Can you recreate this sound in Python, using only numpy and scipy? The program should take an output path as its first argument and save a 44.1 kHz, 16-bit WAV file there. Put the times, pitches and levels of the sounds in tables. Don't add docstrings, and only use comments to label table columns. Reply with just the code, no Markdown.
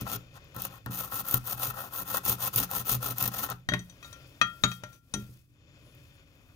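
import sys
import numpy as np
from scipy import signal
from scipy.fft import rfft, irfft
from scipy.io import wavfile
from scipy.ndimage import uniform_filter1d

SR = 44100
rng = np.random.default_rng(int(sys.argv[2]) if len(sys.argv) > 2 else 0)


def master_out(mix):
    frames = np.transpose(np.atleast_2d(mix))
    ceiling = np.clip(frames, -1, 1)
    pcm = np.round(ceiling * 32767).astype(np.int16)
    wavfile.write(sys.argv[1], SR, pcm)


def voltage_ratio(decibels):
    exponent = np.asarray(decibels, float) / 20
    return 10 ** exponent


N = 288855


# start t/s, length t/s, first f/Hz, last f/Hz, level/dB
SQUEAKS = [(5.732, 0.033, 9250, 9300, -92), (5.803, .15, 10600, 10250, -74), (6.12, 0.059, 9750, 9600, -78)]
# f/Hz, level/dB, time to fade by 60 dB t/s
TRAY_MODES = [(48, -7, 0.22), (78.4, -20, 0.51), (123.36, 5.5, 0.36), (178.1, -2.5, 0.42), (205.8, 2, 0.22),
              (274, 5.5, 0.1), (348, -7, 0.17), (405.2, -3, 0.17), (477, -14, 0.12)]
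# t/s, bottom level/dB, walls level/dB (at 200 Hz)
THUMPS = [(0.018, -38.5, -39.5), (0.564, -45, -44), (0.864, -37.5, -41.5), (0.897, -46, -41),
          (1.34, -30.5, -39.5), (1.537, -42, -65), (1.677, -37.5, -73), (2.293, -34, -51),
          (2.561, -37.5, -66.5), (2.917, -36, -55), (2.949, -37.5, -59.5), (3.101, -43, -53.5),
          (3.22, -35.5, -65), (3.278, -44, -44), (3.688, -38, -38), (3.718, -38, -34), (3.735, -38.5, -32),
          (3.795, -45, -46.5), (4.415, -45, -39.5), (4.639, -33, -29.5), (4.835, -49.5, -52),
          (5.141, -45, -37), (5.161, -59, -36.5), (5.181, -44, -41), (5.224, -44, -68),
          (5.293, -44.5, -57.5)]
# t/s, rub level/dB, rustle level/dB
SLIDE = [(0.0, -50.5, -67), (0.26, -59.5, -81), (0.53, -57.5, -79.5), (0.7, -55, -83), (0.85, -65.5, -80),
         (0.93, -58, -68), (3.5, -58.5, -61), (3.58, -67, -82), (3.68, -70.5, -89), (3.74, -75, -66.5),
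         (4.0, -58, -76.5), (4.05, -57, -64), (4.2, -56.5, -73.5), (4.4, -59, -72.5), (4.62, -61.5, -67),
         (4.72, -73.5, -57), (4.83, -60.5, -80), (4.95, -62.5, -67), (5.0, -84.5, -85),
         (5.13, -64.5, -74.5), (5.16, -56, -62), (5.27, -63.5, -67.5), (5.39, -69, -74), (5.47, -80, -84.5),
         (5.65, -63, -93.5), (5.8, -61, -80), (6.05, -60, -75.5), (6.25, -63.5, -84), (6.55, -65, -78)]
# f/Hz, level/dB (per Hz)
RUB_TONE = [(180, -38), (300, -7), (579, -9.5), (777, -17.5), (2520, -8.5), (4500, -13.5), (6800, -25.5),
            (7400, -30.5), (11000, -53.5), (18700, -120)]
# f/Hz, width f/Hz, level/dB
DROWNED_BLADE = [(561, 84, 0), (1050, 1200, 1), (2578, 85, -6), (3650, 100, -7), (4780, 79, -13),
                 (5600, 210, -23.5), (7060, 380, -11)]
# f/Hz, level/dB (per Hz)
RUSTLE_TONE = [(2000, -20.5), (5000, -2.5), (9000, -8.5), (13500, -6), (15700, -6.5), (16400, -36.5)]
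# f/Hz, level/dB (per Hz)
RUMBLE_TONE = [(12, -36), (20, -18.5), (48, -6), (97, -3.5), (128, 1), (201, -19), (289, -10), (400, -27),
               (520, -31), (880, -120)]
# t/s, peak level/dB, hardness (tilt in dB per octave),
# ring length as a share of each mode's fading time, crack level/dB (against the peak)
KNOCKS = [(3.6882, -28, 2.5, 0.57, 1), (3.7203, -33, -6, 0.4, -11), (3.737, -26, -1.5, 0.37, 1),
          (3.792, -52.5, 14.5, 0.5, 1), (3.897, -57.5, 14, 0.52, -3), (4.0273, -42.5, 4, 0.9, -10),
          (4.0457, -45.5, 1.5, 0.87, -3), (4.1276, -42.5, 2, 0.52, -6.5), (4.4137, -13, -0.2, 0.54, -9),
          (4.6369, -16.5, 2.4, 0.51, -2.5), (4.7157, -33.5, 5.5, 0.51, -7),
          (4.8355, -39.5, -2.5, 0.62, 3.5), (4.928, -58, 4.5, 1, 4), (5.1385, -27, 5, 0.44, -4.5)]
KNOCK_SPOTS = [0, 0, 0, 0, 0, 1, 2, 3, 1, 2, 1, 3, 3, 3]
BLADE_HZ = [603, 1217, 1381, 1460, 1866, 1895, 2537, 3237, 3762, 3973, 4540, 5632, 5900, 6050, 6735, 6866,
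            8130, 8460, 9080, 9455]
# time to fade by 60 dB t/s (before the share), level/dB when struck at each of four spots
BLADE_MODES = [(0.21, -10.5, -32.5, -12.5, -6.5), (0.25, -30, -2, -1.5, -49), (0.64, -29, -10, -7, -5),
               (0.074, 1.5, -34.5, -29, -33), (0.41, -1.5, -11.5, -34.5, -10), (0.1, 11.5, 0, -19, -26),
               (0.091, -22, -0.5, -13.5, -9), (0.42, -3.5, -9, -14, -12), (0.14, 0.5, -14, 4, -5),
               (0.13, -30, -13, -19.5, -12), (0.14, -13.5, -19, -14.5, -17.5), (0.13, -25, -20, -17, -10.5),
               (0.1, -34, -31.5, -20.5, -10), (0.15, -7.5, -16.5, -30, -5.5), (0.15, -24, -25.5, -10, -17),
               (0.066, -18, -25, -19, -12.5), (.12, -40, -36, -30, -25), (0.087, -24, -36.5, -24, -17),
               (0.029, -27, -37, -26.5, -18), (0.089, -38, -32, -33, -14.5)]
# start t/s, length t/s, share of the way where it is fastest
# (held within 0.1 to 0.9), hiss of the wire tips level/dB, scratch of the shanks level/dB
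STROKES = [(0.003, 0.036, 0.43, -51, -48.5), (0.052, 0.12, 1, -44.5, -45.5),
           (0.334, 0.058, 0.25, -76, -63.5), (0.537, 0.15, 0.74, -50, -50), (0.686, 0.11, 0.54, -63, -65),
           (0.898, 0.2, 0.43, -43.5, -50.5), (1.088, 0.14, 0.77, -40, -48), (1.237, .15, 0.98, -39, -48),
           (1.436, 0.13, 0.61, -42.5, -50), (1.557, 0.17, 0.7, -41.5, -47.5),
           (1.733, 0.16, 0.57, -49.5, -56), (1.906, 0.13, 0.88, -40.5, -50), (2.046, 0.15, 0.77, -41, -48),
           (2.23, 0.13, 0.56, -35.5, -42), (2.379, 0.12, 0.67, -39.5, -45.5),
           (2.525, 0.14, 0.36, -35.5, -40), (2.69, 0.14, 0.7, -39.5, -45.5), (2.846, 0.13, 0.54, -35, -41),
           (3.003, 0.14, 0.55, -40, -45.5), (3.156, 0.14, 0.64, -39.5, -43.5),
           (3.311, 0.17, 0.65, -42, -46), (3.487, 0.043, 0.6, -68, -45.5)]
# t/s, level/dB
GRIP = [(0.0, -44), (0.17, -37), (0.36, -56), (0.6, -41.5), (0.76, -51.5), (1.0, -40), (1.3, -38),
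        (1.9, -38.5), (2.15, -35.5), (2.6, -37), (3.3, -36), (3.45, -37.5), (3.52, -28.5)]
# t/s, hiss peak level/dB, jolt in the brush back level/dB
SNAGS = [(0.0112, -37, -54), (0.0663, -56, -28.5), (0.356, -59, -46.5), (0.37, -61, -52), (0.444, -62, -73),
         (0.5465, -53, -40), (0.5639, -36.5, -35), (0.62, -31, -70), (0.651, -29, -40), (0.737, -54, -47.5),
         (0.8609, -44, -26.5), (1.1206, -54, -34.5), (1.2855, -29.5, -62), (1.311, -25.5, -73),
         (1.3419, -17.5, -30), (1.4728, -33, -49), (1.627, -48.5, -69), (1.7082, -44, -39.5),
         (1.989, -54.5, -49), (2.1447, -57.5, -28), (2.1701, -25, -50), (2.252, -28.5, -60.5),
         (2.2953, -19, -32), (2.5603, -20, -67), (2.601, -25, -32), (2.7127, -31, -31.5),
         (2.881, -33, -36.5), (2.9232, -34, -99), (3.183, -28.5, -67), (3.2255, -22.5, -35.5),
         (3.2768, -26, -47), (3.5003, -31.5, -61), (5.949, -63, -85), (6.353, -69.5, -83)]
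# f/Hz, level/dB (per Hz)
WIRE_TONE = [(1290, -50), (2200, -9), (2450, -11.5), (2680, -7.5), (3160, -9), (3490, -9), (4740, -14),
             (6760, -10), (7710, -23), (8720, -12.5), (12000, -9), (14300, 2.5), (14900, 0.5), (15800, -19)]
# f/Hz, width f/Hz, level/dB
PRESSED_BACK = [(510, 44, -7.5), (807, 110, -1.5), (1057, 66, -1.5), (1333, 57, 3), (1877, 66, -8),
                (2600, 60, -14.5), (3440, 3600, -10.5)]
# delay t/ms (before stretching), gain (signed factor)
PATHS_LEFT = [(.0, 0.97), (.35, 0.07), (1.1, -0.084), (2.2, 0.091)]
PATHS_RIGHT = [(.2, 0.39), (.62, -0.12), (1.0, 0.15), (1.8, 0.17), (3.1, 0.27)]
# f/Hz, level/dB
LEFT_OVER_RIGHT = [(60, 0.5), (150, 0.5), (380, 2), (700, 2), (1200, 4.5), (2380, 2), (5000, 7.5),
                   (9000, -4.5), (15000, 3)]

HISS_DB = -82
BOTTOM_BELOW_HZ = 145
THUMP_CONTACT_S, WALL_TILT_DB_PER_OCTAVE = 0.00035, -4.5
RATTLE_DB, RATTLE_S = -45.5, 0.0059
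HISS_POWER, SCRATCH_POWER, PRESS_POWER = 1.09, 1, 0.58
TURN_HISS_DB, TURN_HOLD_S = -60.5, 0.03
SNAG_S = 0.0026
ALIKE_BELOW_HZ, PATHS_BELOW_HZ = 490, 7300
ROOM_DB, ROOM_T60_S = -18, 0.2
CUTOFF_HZ = 17100


def rms_one(x):
    return x / np.sqrt(np.mean(x ** 2) + 1e-30)


def butter(order, hz, kind, x):
    return signal.sosfilt(signal.butter(order, hz, kind, fs=SR, output="sos"), x)


def colour(x, spectrum):
    hz, db = np.transpose(spectrum)
    grid = np.maximum(np.arange(4097) * SR / 8192, 1)
    cepstrum = irfft(np.log(voltage_ratio(np.interp(np.log(grid), np.log(hz), db))))
    cepstrum[1:4096] *= 2
    cepstrum[4097:] = 0
    return signal.fftconvolve(x, irfft(np.exp(rfft(cepstrum))))[:N]


def drift(rate_hz):
    r = np.exp(-2 * np.pi * rate_hz / SR)
    wander = signal.lfilter([1], [1, -2 * r, r * r], rng.standard_normal(N + SR))
    return rms_one(wander[SR:])


def ring(clicks, hz, t60):
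    r, w = voltage_ratio(-60 / (t60 * SR)), 2 * np.pi * hz / SR
    return signal.lfilter([0, np.sin(w)], [1, -2 * r * np.cos(w), r * r], clicks + 1e-18)


def resonances(x, table, wander_db):
    total = np.zeros(N)
    for k, (hz, width, db) in enumerate(table):
        gain = (-1) ** k * voltage_ratio(db + wander_db * drift(2.9)) * np.sqrt(width)
        total += gain * ring(x, hz, np.log(9) / width)
    return rms_one(total)


def bursts(times, db, decay_s):
    clicks = np.zeros(N)
    clicks[np.round(np.array(times) * SR).astype(int)] = voltage_ratio(db)
    return signal.lfilter([1], [1, -np.exp(-1 / (decay_s * SR))], clicks + 1e-18)


def curves(rows):
    s, *columns = np.transpose(rows)
    t = np.arange(N) / SR
    return [np.interp(t, s, voltage_ratio(column / 2)) ** 2 for column in columns]


def slips(per_s, spread_db, clump_db, clump_rate):
    sizes = voltage_ratio(spread_db * np.minimum(rng.exponential(1, N), 5)) * rng.choice([-1, 1], N)
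    happens = rng.random(N) < per_s / SR
    return rms_one(sizes * happens * voltage_ratio(clump_db * drift(clump_rate)))


def microphone_noise(near):
    rumble = butter(2, [35, 140], "band", rng.standard_normal((2, N)))
    bass = butter(2, 200, "low", near)
    shaking = np.sqrt(uniform_filter1d(bass ** 2, size=2048) + 1e-18)
    rumble_level = voltage_ratio(-75.5) + voltage_ratio(-13.5) * shaking
    return rumble_level * rms_one(rumble) + voltage_ratio(HISS_DB) * rng.standard_normal((2, N))


def squeaks():
    t, out = np.arange(N) / SR, np.zeros(N)
    for start, length, first_hz, last_hz, db in SQUEAKS:
        way = np.clip((t - start) / length, 0, 1)
        hz = first_hz + (last_hz - first_hz) * way
        out += voltage_ratio(db) * np.sin(np.pi * way) * np.sin(2 * np.pi * np.cumsum(hz) / SR)
    return out * voltage_ratio(3.0 * drift(40))


def sliding():
    rub, rustle = curves(SLIDE)
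    s, peak_db = np.transpose(KNOCKS)[:2]
    rustle = rustle + bursts(s, peak_db + RATTLE_DB, RATTLE_S)
    grit = slips(6000, spread_db=2.0, clump_db=0.8, clump_rate=30)
    blade = resonances(grit, DROWNED_BLADE, wander_db=1.2)
    tip = rms_one(rms_one(colour(grit, RUB_TONE)) + voltage_ratio(-1.0) * blade)
    rustles = []
    for _ in range(2):
        wires = slips(7000, spread_db=2.6, clump_db=2.0, clump_rate=45)
        rustles.append(rustle * rms_one(colour(wires, RUSTLE_TONE)))
    rumble = (voltage_ratio(-66) + rub) * rms_one(colour(rng.standard_normal(N), RUMBLE_TONE))
    return rub * tip + rumble + rustles[0], rustles[1]


def tray(shake):
    s, bottom_db, wall_db = np.transpose(THUMPS)
    out = np.zeros(N)
    for hz, db, t60 in TRAY_MODES:
        if hz < BOTTOM_BELOW_HZ:
            blow_db = bottom_db
        else:
            blow_db = wall_db + WALL_TILT_DB_PER_OCTAVE * np.log2(hz / 200)
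        blows = bursts(s, blow_db, THUMP_CONTACT_S) / (THUMP_CONTACT_S * SR)
        out += voltage_ratio(db) * ring(blows + shake, hz, t60)
    return butter(4, 48, "high", out)


def knocks():
    s, peak_db, tilt_db, share, crack_db = np.transpose(KNOCKS)
    signs = rng.choice([-1, 1], (len(KNOCKS), len(BLADE_MODES)))
    t, out = np.arange(SR // 2) / SR, np.zeros(N + SR)
    hz = np.array(BLADE_HZ)[:, None]
    t60, *spot_db = np.transpose(BLADE_MODES)[:, :, None]
    for k, at in enumerate(np.round(s * SR).astype(int)):
        strength = voltage_ratio(peak_db[k] + spot_db[KNOCK_SPOTS[k]] + tilt_db[k] * np.log2(hz / 2500))
        decay = voltage_ratio(-60 * t / (t60 * np.clip(share[k], 0.15, 2)))
        modes = signs[k][:, None] * strength * decay * np.sin(2 * np.pi * hz * t)
        out[at:at + len(t)] += modes.sum(axis=0) * (1 - np.exp(-t / 0.00024))
    crack_tone = [(150, -15.0), (400, -1), (900, 14.5), (2500, 10), (7000, -9), (15000, -22.5)]   # (Hz, dB)
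    crack = rms_one(colour(rng.standard_normal(N), crack_tone))
    first = bursts(s, peak_db + crack_db, 0.0063)
    tail = bursts(s, peak_db + crack_db - 22.0, 0.031)
    return out[:N] + crack * (first + tail)


def strokes():
    t, (hiss, scratch, touch) = np.arange(N) / SR, np.zeros((3, N))
    for start, length, fastest, hiss_db, scratch_db in STROKES:
        marks = start + length * np.array([0, np.clip(fastest, 0.1, 0.9), 1])
        way = np.interp(t, marks, [0, 0.5, 1])
        speed = np.abs(np.sin(np.pi * way))
        hiss += voltage_ratio(hiss_db) * speed ** HISS_POWER
        scratch += voltage_ratio(scratch_db) * speed ** SCRATCH_POWER
        touch = np.maximum(touch, speed)
    grip, = curves(GRIP)
    r = np.exp(-1 / (TURN_HOLD_S * SR))
    drag = signal.lfilter([1 - r], [1, -r], touch) * grip / grip.max()
    return hiss + voltage_ratio(TURN_HISS_DB) * drag, scratch, grip * touch ** PRESS_POWER


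def brushing():
    hiss, scratch, pressure = strokes()
    s, hiss_db, jolt_db = np.transpose(SNAGS)
    snags, clumps = bursts(s, hiss_db, SNAG_S), voltage_ratio(2.8 * drift(60))
    pressure = pressure + bursts(s, jolt_db, 0.012)
    split_hz = 7600
    ends = []
    for body_db in (-1.5, -6):
        grains = slips(9000, spread_db=4.0, clump_db=-1.5, clump_rate=360)
        flicks = slips(460, spread_db=1.0, clump_db=2.0, clump_rate=35)
        wires = colour(grains + voltage_ratio(-0.5) * flicks, WIRE_TONE)
        bunch = colour(rng.standard_normal(N), WIRE_TONE)
        tips = hiss * clumps * rms_one(butter(4, split_hz, "high", wires))
        tips += snags * rms_one(butter(4, split_hz, "high", bunch))
        shanks = scratch * clumps * rms_one(butter(4, split_hz, "low", wires))
        shanks += voltage_ratio(-12) * snags * rms_one(butter(4, split_hz, "low", bunch))
        back = pressure * resonances(grains * clumps, PRESSED_BACK, wander_db=1.2)
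        ends.append(tips + shanks + voltage_ratio(body_db) * back)
    shake = voltage_ratio(-32.5) * scratch * slips(900, spread_db=1.0, clump_db=1.5, clump_rate=32)
    return ends[0] + tray(shake), ends[1]


def room(x):
    t = np.arange(SR // 4) / SR
    echo = rng.standard_normal(len(t)) * voltage_ratio(-60 * t / ROOM_T60_S) * (t > 0.005)
    echo = butter(1, [400, 7000], "band", echo)
    return signal.fftconvolve(x, echo * voltage_ratio(ROOM_DB) / np.sqrt(np.sum(echo ** 2)))[:N]


def microphones(x, stretch, pan_db):
    hz = np.fft.rfftfreq(1024, 1 / SR)
    alike = 1 / (1 + (hz / ALIKE_BELOW_HZ) ** 4)
    bounced = 1 / (1 + (hz / PATHS_BELOW_HZ) ** 8)
    centre = np.exp(-2j * np.pi * hz * 256 / SR)
    out = np.zeros((2, N))
    for side, paths in enumerate((PATHS_LEFT, PATHS_RIGHT)):
        sign = (-1) ** side
        echoes = sum(gain * np.exp(-2j * np.pi * hz * ms * stretch / 1000) for ms, gain in paths)
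        straight = voltage_ratio(pan_db / 2 * sign)
        echoes = echoes * bounced + straight * (1 - bounced)
        response = irfft(centre * (alike + (1 - alike) * echoes))
        heard = signal.fftconvolve(x, response)[256:N + 256] + room(x)
        out[side] = colour(heard, [(f, db / 2 * sign) for f, db in LEFT_OVER_RIGHT])
    return out


def scene():
    near, far = brushing()
    rub, rustle = sliding()
    near = near + knocks() + rub + squeaks()
    sound = microphones(near, stretch=0.9036, pan_db=15.5)
    sound += microphones(far + rustle, stretch=1.5, pan_db=-11.0)
    return voltage_ratio(-0.5) * sound + microphone_noise(near)


def roll_off(x):
    return signal.sosfilt(signal.butter(12, 16820, fs=SR, output="sos"), x)


def record(dry):
    mix = signal.sosfilt(signal.cheby2(12, 70, CUTOFF_HZ, fs=SR, output="sos"), dry)
    return roll_off(mix)


dry = scene()
out = record(dry)
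master_out(out)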